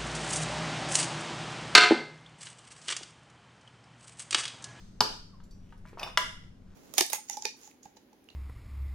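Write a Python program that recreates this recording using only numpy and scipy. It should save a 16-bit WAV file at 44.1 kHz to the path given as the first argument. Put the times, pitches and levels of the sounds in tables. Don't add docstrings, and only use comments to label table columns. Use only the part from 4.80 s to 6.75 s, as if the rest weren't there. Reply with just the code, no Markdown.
import sys
import numpy as np
from scipy import signal
from scipy.fft import rfft, irfft, next_fast_len
from scipy.io import wavfile
from scipy.ndimage import uniform_filter1d

SR = 44100
rng = np.random.default_rng(int(sys.argv[2]) if len(sys.argv) > 2 else 0)


def put_to_file(sound):
    columns = np.atleast_2d(sound).T
    safe = np.clip(columns, -1, 1)
    whole_steps = np.round(safe * 32767)
    wavfile.write(sys.argv[1], SR, whole_steps.astype(np.int16))


N = 85995
TIME_S = np.arange(N) / SR


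def amp(db):
    return 10 ** (np.asarray(db) / 20)


def unit_rms(x):
    return x / np.sqrt(np.mean(x ** 2))


def decay(t60_s):
    return np.exp(-np.log(1000) * TIME_S / t60_s)


def along(curve, hz):
    knots_hz, values = np.array(curve).T
    return np.interp(np.log(np.maximum(hz, 1)), np.log(knots_hz), values)


def colour(x, spectrum):
    size = 2 * next_fast_len(N)
    hz = np.arange(size // 2 + 1) * SR / size
    cepstrum = irfft(np.log(amp(along(spectrum, hz))))
    cepstrum[1:size // 2] *= 2
    cepstrum[size // 2 + 1:] = 0
    return irfft(rfft(x, size) * np.exp(rfft(cepstrum)))[..., :N]


def transpose(table, ratio):
    return [(hz * ratio, *rest) for hz, *rest in table]


def place(x, pan_db, lag_s=2.5e-5):
    hz = np.arange(N + 1) * SR / (2 * N)
    late = irfft(rfft(x, 2 * N) * np.exp(-2j * np.pi * hz * lag_s))[:N]
    return np.array([x * amp(pan_db / 2), late * amp(-pan_db / 2)])


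def contact_force(start_s, level_db, contact_ms=0.02):
    ms = (np.arange(N) - round(start_s * SR)) * 1000 / SR
    force = np.exp(-np.minimum((2 * ms / contact_ms) ** 2, 60))
    return amp(level_db) * force / force.sum()


# frequency_hz, gain_db
CRACK_SPECTRUM = [(300, -11.5), (1300, -2.5), (2300, -7), (4900, -3.5), (6100, -7.5), (8000, -14),
                  (12000, -13.5), (16000, -22)]

def strike(blows, modes, crack_db, crack_t60_s, low_hz, rise_s):
    ringing = sum(amp(db) * decay(t60_s) * np.sin(2 * np.pi * hz * TIME_S) for hz, db, t60_s in modes)
    onset = 1 - np.exp(-TIME_S / rise_s)
    sound = 0
    for blow in blows:
        crack = amp(crack_db) * colour(rng.standard_normal(N) * decay(crack_t60_s), CRACK_SPECTRUM)
        sound += signal.fftconvolve(contact_force(*blow), (ringing + crack) * onset)[:N]
    return signal.sosfilt(signal.butter(2, low_hz, "high", fs=SR, output="sos"), sound)


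# frequency_hz, gain_db
RUMBLE_SPECTRUM = [(30, 0), (55, -9.5), (110, -12.5), (200, -11.5), (320, -22), (700, -33.5), (1500, -39.5),
                   (2500, -45), (6000, -48.5), (9000, -56), (16000, -59)]
# pitch_hz, level_db
HUM_TONES = [(31.5, -61), (95.5, -61.5), (120, -67.5), (167, -68), (189, -62), (247, -75.5)]
# frequency_hz, gain_db
HISS_SPECTRUM = [(300, -20.5), (1200, 2.5), (2500, -5), (4500, 1), (8000, -7), (16000, -29.5)]

def background():
    rumble, side = amp(-51) * unit_rms(colour(rng.standard_normal((2, N)), RUMBLE_SPECTRUM))
    side = colour(side, [(60, -21), (180, -10), (500, -1.5), (4000, -4)])
    hum = sum(np.sqrt(2) * amp(db) * np.sin(2 * np.pi * (hz * TIME_S + rng.random()))
              for hz, db in HUM_TONES)
    hiss = amp(-61.5) * decay(t60_s=0.92) * unit_rms(colour(rng.standard_normal((2, N)), HISS_SPECTRUM))
    steel = amp(-69.5) * decay(t60_s=1) * np.sin(2 * np.pi * 6285 * TIME_S)
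    return place(rumble + hum + steel, pan_db=1.9) + np.array([side, -side]) + hiss


# start_s, level_db, pitch_ratio
WRENCH_SNAPS = [(0.2061, -0.5, 1.08), (0.2082, 1, 1)]
# pitch_hz, level_db, t60_s
WRENCH_MODES = [(1236, -14, 0.0073), (3025, -25.5, 0.035), (3638, -21, 0.018), (4400, -20.5, .008),
                (4670, -3, 0.0058), (4840, -30.5, 0.027), (5540, -24, 0.011), (7350, -33.5, 0.025)]

def wrench_snap():
    snap = sum(strike([(start_s, db)], transpose(WRENCH_MODES, ratio),
                      crack_db=-16.5, crack_t60_s=0.054, low_hz=655, rise_s=0.00021)
               for start_s, db, ratio in WRENCH_SNAPS)
    return place(snap, pan_db=0.5)


# start_s, level_db
ENGINE_JOLTS = [(0.2079, 1.5), (0.2171, -6.5)]
# pitch_hz, level_db, t60_s
ENGINE_MODES = [(132, -40.5, 0.14), (265, -38, 0.23), (328, -46.5, 0.12), (430, -40, .16),
                (884.5, -21.5, 0.05), (995.4, -23.5, 0.052), (1128, -20.5, 0.025), (1418, -32.5, .05)]

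def engine_jolt():
    jolt = strike(ENGINE_JOLTS, ENGINE_MODES, crack_db=-34, crack_t60_s=0.013, low_hz=108, rise_s=8e-5)
    return place(jolt, pan_db=2)


# start_s, length_s, from_hz, to_hz, level_db
GRIP_SQUEAK = (0.523, 0.042, 1350, 1000, -57)

def grip_squeak():
    start_s, length_s, from_hz, to_hz, db = GRIP_SQUEAK
    progress = np.clip((TIME_S - start_s) / length_s, 0, 1)
    hz = from_hz * (to_hz / from_hz) ** np.sqrt(progress)
    flutter = unit_rms(uniform_filter1d(rng.standard_normal(N), size=200))
    envelope = amp(db) * np.sin(np.pi * progress) * (1 + 0.5 * flutter)
    return place(envelope * np.sin(2 * np.pi * np.cumsum(hz) / SR), pan_db=1.5)


# start_s, level_db, contact_ms, pitch_ratio
COVER_BUMPS = [(0.602, -18, 0.13, 1.35), (0.925, -11, 0.19, 1.3), (1.131, -8.5, 0.21, 0.37),
               (1.1735, -0.5, 0.37, 0.99), (1.2113, -6.5, 0.36, 1.15), (1.231, 5.5, 0.35, 1),
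               (1.2645, -2.5, .4, 0.92), (1.274, -3.5, 0.081, 1.1)]
# pitch_hz, level_db, t60_s
COVER_MODES = [(410, -59.5, 0.064), (720, -40, 0.075), (954, -34, 0.025), (1150, -38, 0.041),
               (1280, -47.5, 0.035), (1653, -53, 0.0053), (2180, -38, 0.013)]

def cover_bumps():
    bumps = sum(strike([(start_s, db, contact_ms)], transpose(COVER_MODES, ratio),
                       crack_db=-33.5, crack_t60_s=0.13, low_hz=342, rise_s=0.00017)
                for start_s, db, contact_ms, ratio in COVER_BUMPS)
    return place(bumps, pan_db=1.5)


# start_s, level_db, pitch_ratio, t60_ratio
PAWL_TINKS = [(0.636, 1.5, 1.31, .25), (0.708, 3.5, 1.02, 1), (0.975, -4.5, 1.95, .15),
              (1.082, 2, 1.3, .15)]
# pitch_hz, level_db, t60_s
PAWL_MODES = [(4520, -58, 0.13), (4940, -72, 0.3), (5560, -68.5, 0.51), (5780, -71.5, 0.35),
              (7300, -63.5, 0.047)]

def pawl_tinks():
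    tinks = 0
    for start_s, level_db, pitch_ratio, t60_ratio in PAWL_TINKS:
        modes = [(hz * pitch_ratio, db, t60_s * t60_ratio) for hz, db, t60_s in PAWL_MODES]
        tinks += strike([(start_s, level_db)], modes,
                        crack_db=-50.5, crack_t60_s=0.08, low_hz=4930, rise_s=0.002)
    return place(tinks, pan_db=0.4)


# start_s, peak_s, end_s, level_db, pitch_ratio
RUB_STROKES = [(0.763, 0.946, 0.95, -72, 2.8), (1.036, 1.077, 1.14, -61.5, 2.1),
               (1.164, 1.233, 1.315, -43, 0.9), (1.842, 1.943, 1.96, -67.5, 1.4)]
# frequency_hz, gain_db
RUB_SPECTRUM = [(200, -27), (480, -13), (700, 2.5), (1100, 5), (1450, -5.5), (2600, -9), (6000, -19),
                (8000, -29), (16000, -32.5)]

def rubbing(grains_per_s=1200):
    rubs = 0
    for start_s, peak_s, end_s, db, ratio in RUB_STROKES:
        grains = rng.standard_normal(N) * (rng.random(N) < grains_per_s / SR)
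        pressure = np.interp(TIME_S, [start_s, peak_s, end_s], [0, 1, 0])
        rubs += amp(db) * pressure * unit_rms(colour(grains, transpose(RUB_SPECTRUM, ratio)))
    return place(rubs, pan_db=1.5)


# start_s, level_db, contact_ms
HOUSING_KNOCKS = [(1.054, -26, 0.37), (1.3734, -7.5, 0.031), (1.3743, 1.5, 0.03)]
# pitch_hz, level_db, t60_s
HOUSING_MODES = [(645.6, -27, 0.12), (1003, -27.5, 0.16), (1190, -31, 0.058), (1433, -15.5, 0.016),
                 (1665, -12.5, 0.016), (1972, -16.5, 0.019), (2873, -15, 0.029), (3135, -19, 0.018),
                 (3412, -19.5, 0.019), (3900, -31.5, 0.037), (5106, -12, 0.0079), (6440, -24, 0.0098)]

def housing_knock(gap_hz=2365, gap_width_hz=140):
    clack = strike(HOUSING_KNOCKS, HOUSING_MODES,
                   crack_db=-14.5, crack_t60_s=0.05, low_hz=756, rise_s=7.9e-5)
    notch = signal.iirnotch(gap_hz, gap_hz / gap_width_hz, fs=SR)
    return place(signal.lfilter(*notch, clack), pan_db=1)


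# start_s, level_db
GEAR_CLICKS = [(1.1942, 0.5), (1.1965, 7)]
# pitch_hz, level_db, t60_s
GEAR_MODES = [(2550, -35.5, .012), (4770, -61.5, 0.51), (5320, -35.5, 0.014), (5950, -35.5, 0.0074),
              (6550, -50.5, .012), (12000, -38.5, .003)]

def gear_clicks():
    clicks = strike(GEAR_CLICKS, GEAR_MODES, crack_db=-38, crack_t60_s=0.034, low_hz=895, rise_s=0.0012)
    return place(clicks, pan_db=0.4)


# start_s, level_db
SOCKET_CLINKS = [(1.23, 6), (1.2328, -16.5)]
# pitch_hz, level_db, t60_s
SOCKET_MODES = [(2524, -32.5, 0.027), (2885, -28.5, 0.016), (3583, -35.5, 0.049), (5071, -49.5, 0.36),
                (5475, -52, 0.2), (8866, -62, 0.096), (9000, -61, 0.027), (10520, -54.5, 0.1),
                (15250, -51, .04)]

def socket_clinks():
    clinks = strike(SOCKET_CLINKS, SOCKET_MODES,
                    crack_db=-30, crack_t60_s=0.034, low_hz=895, rise_s=0.0012)
    return place(clinks, pan_db=0.4)


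# frequency_hz, gain_db
SIDE_SPECTRUM = [(150, -8), (700, 0)]
# centre_hz, t60_s
ROOM_DECAY = [(150, 0.37), (600, 0.34), (1500, 0.47), (5000, 0.5), (9000, 0.45), (15000, 0.16)]
# frequency_hz, gain_db
ROOM_SPECTRUM = [(100, -4.5), (400, 10), (900, -3), (1600, 1), (3000, -0.5), (5000, -3), (8000, 3),
                 (15000, 10)]

def garage_reverb(source, level_db=-6, gap_s=0.0017, build_s=0.0049):
    mid, side = rng.standard_normal((2, N))
    side = colour(side, SIDE_SPECTRUM)
    noise_spectra = rfft(np.array([mid + side, mid - side]))
    hz = np.arange(noise_spectra.shape[1]) * SR / N
    tail = 0
    for centre_hz, t60_s in ROOM_DECAY:
        band = along([(knot_hz, float(knot_hz == centre_hz)) for knot_hz, _ in ROOM_DECAY], hz)
        tail += irfft(noise_spectra * band, N) * decay(t60_s)
    tail *= 1 - np.exp(-np.maximum(TIME_S - gap_s, 0) / build_s)
    tail = colour(unit_rms(tail) / np.sqrt(N), ROOM_SPECTRUM)
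    return amp(level_db) * np.array([signal.fftconvolve(source, ear)[:N] for ear in tail])


def scene():
    ambience = background()
    direct = wrench_snap() + engine_jolt() + grip_squeak() + cover_bumps() + pawl_tinks()
    direct += rubbing() + housing_knock() + gear_clicks() + socket_clinks()
    return ambience + direct + garage_reverb(direct.mean(axis=0))


def record(dry, ceiling_db=1.5, top_hz=16000):
    rounded = amp(ceiling_db) * np.tanh(dry / amp(ceiling_db))
    return signal.sosfilt(signal.ellip(8, 0.2, 70, top_hz, fs=SR, output="sos"), rounded)


dry = scene()
out = record(dry)
put_to_file(out)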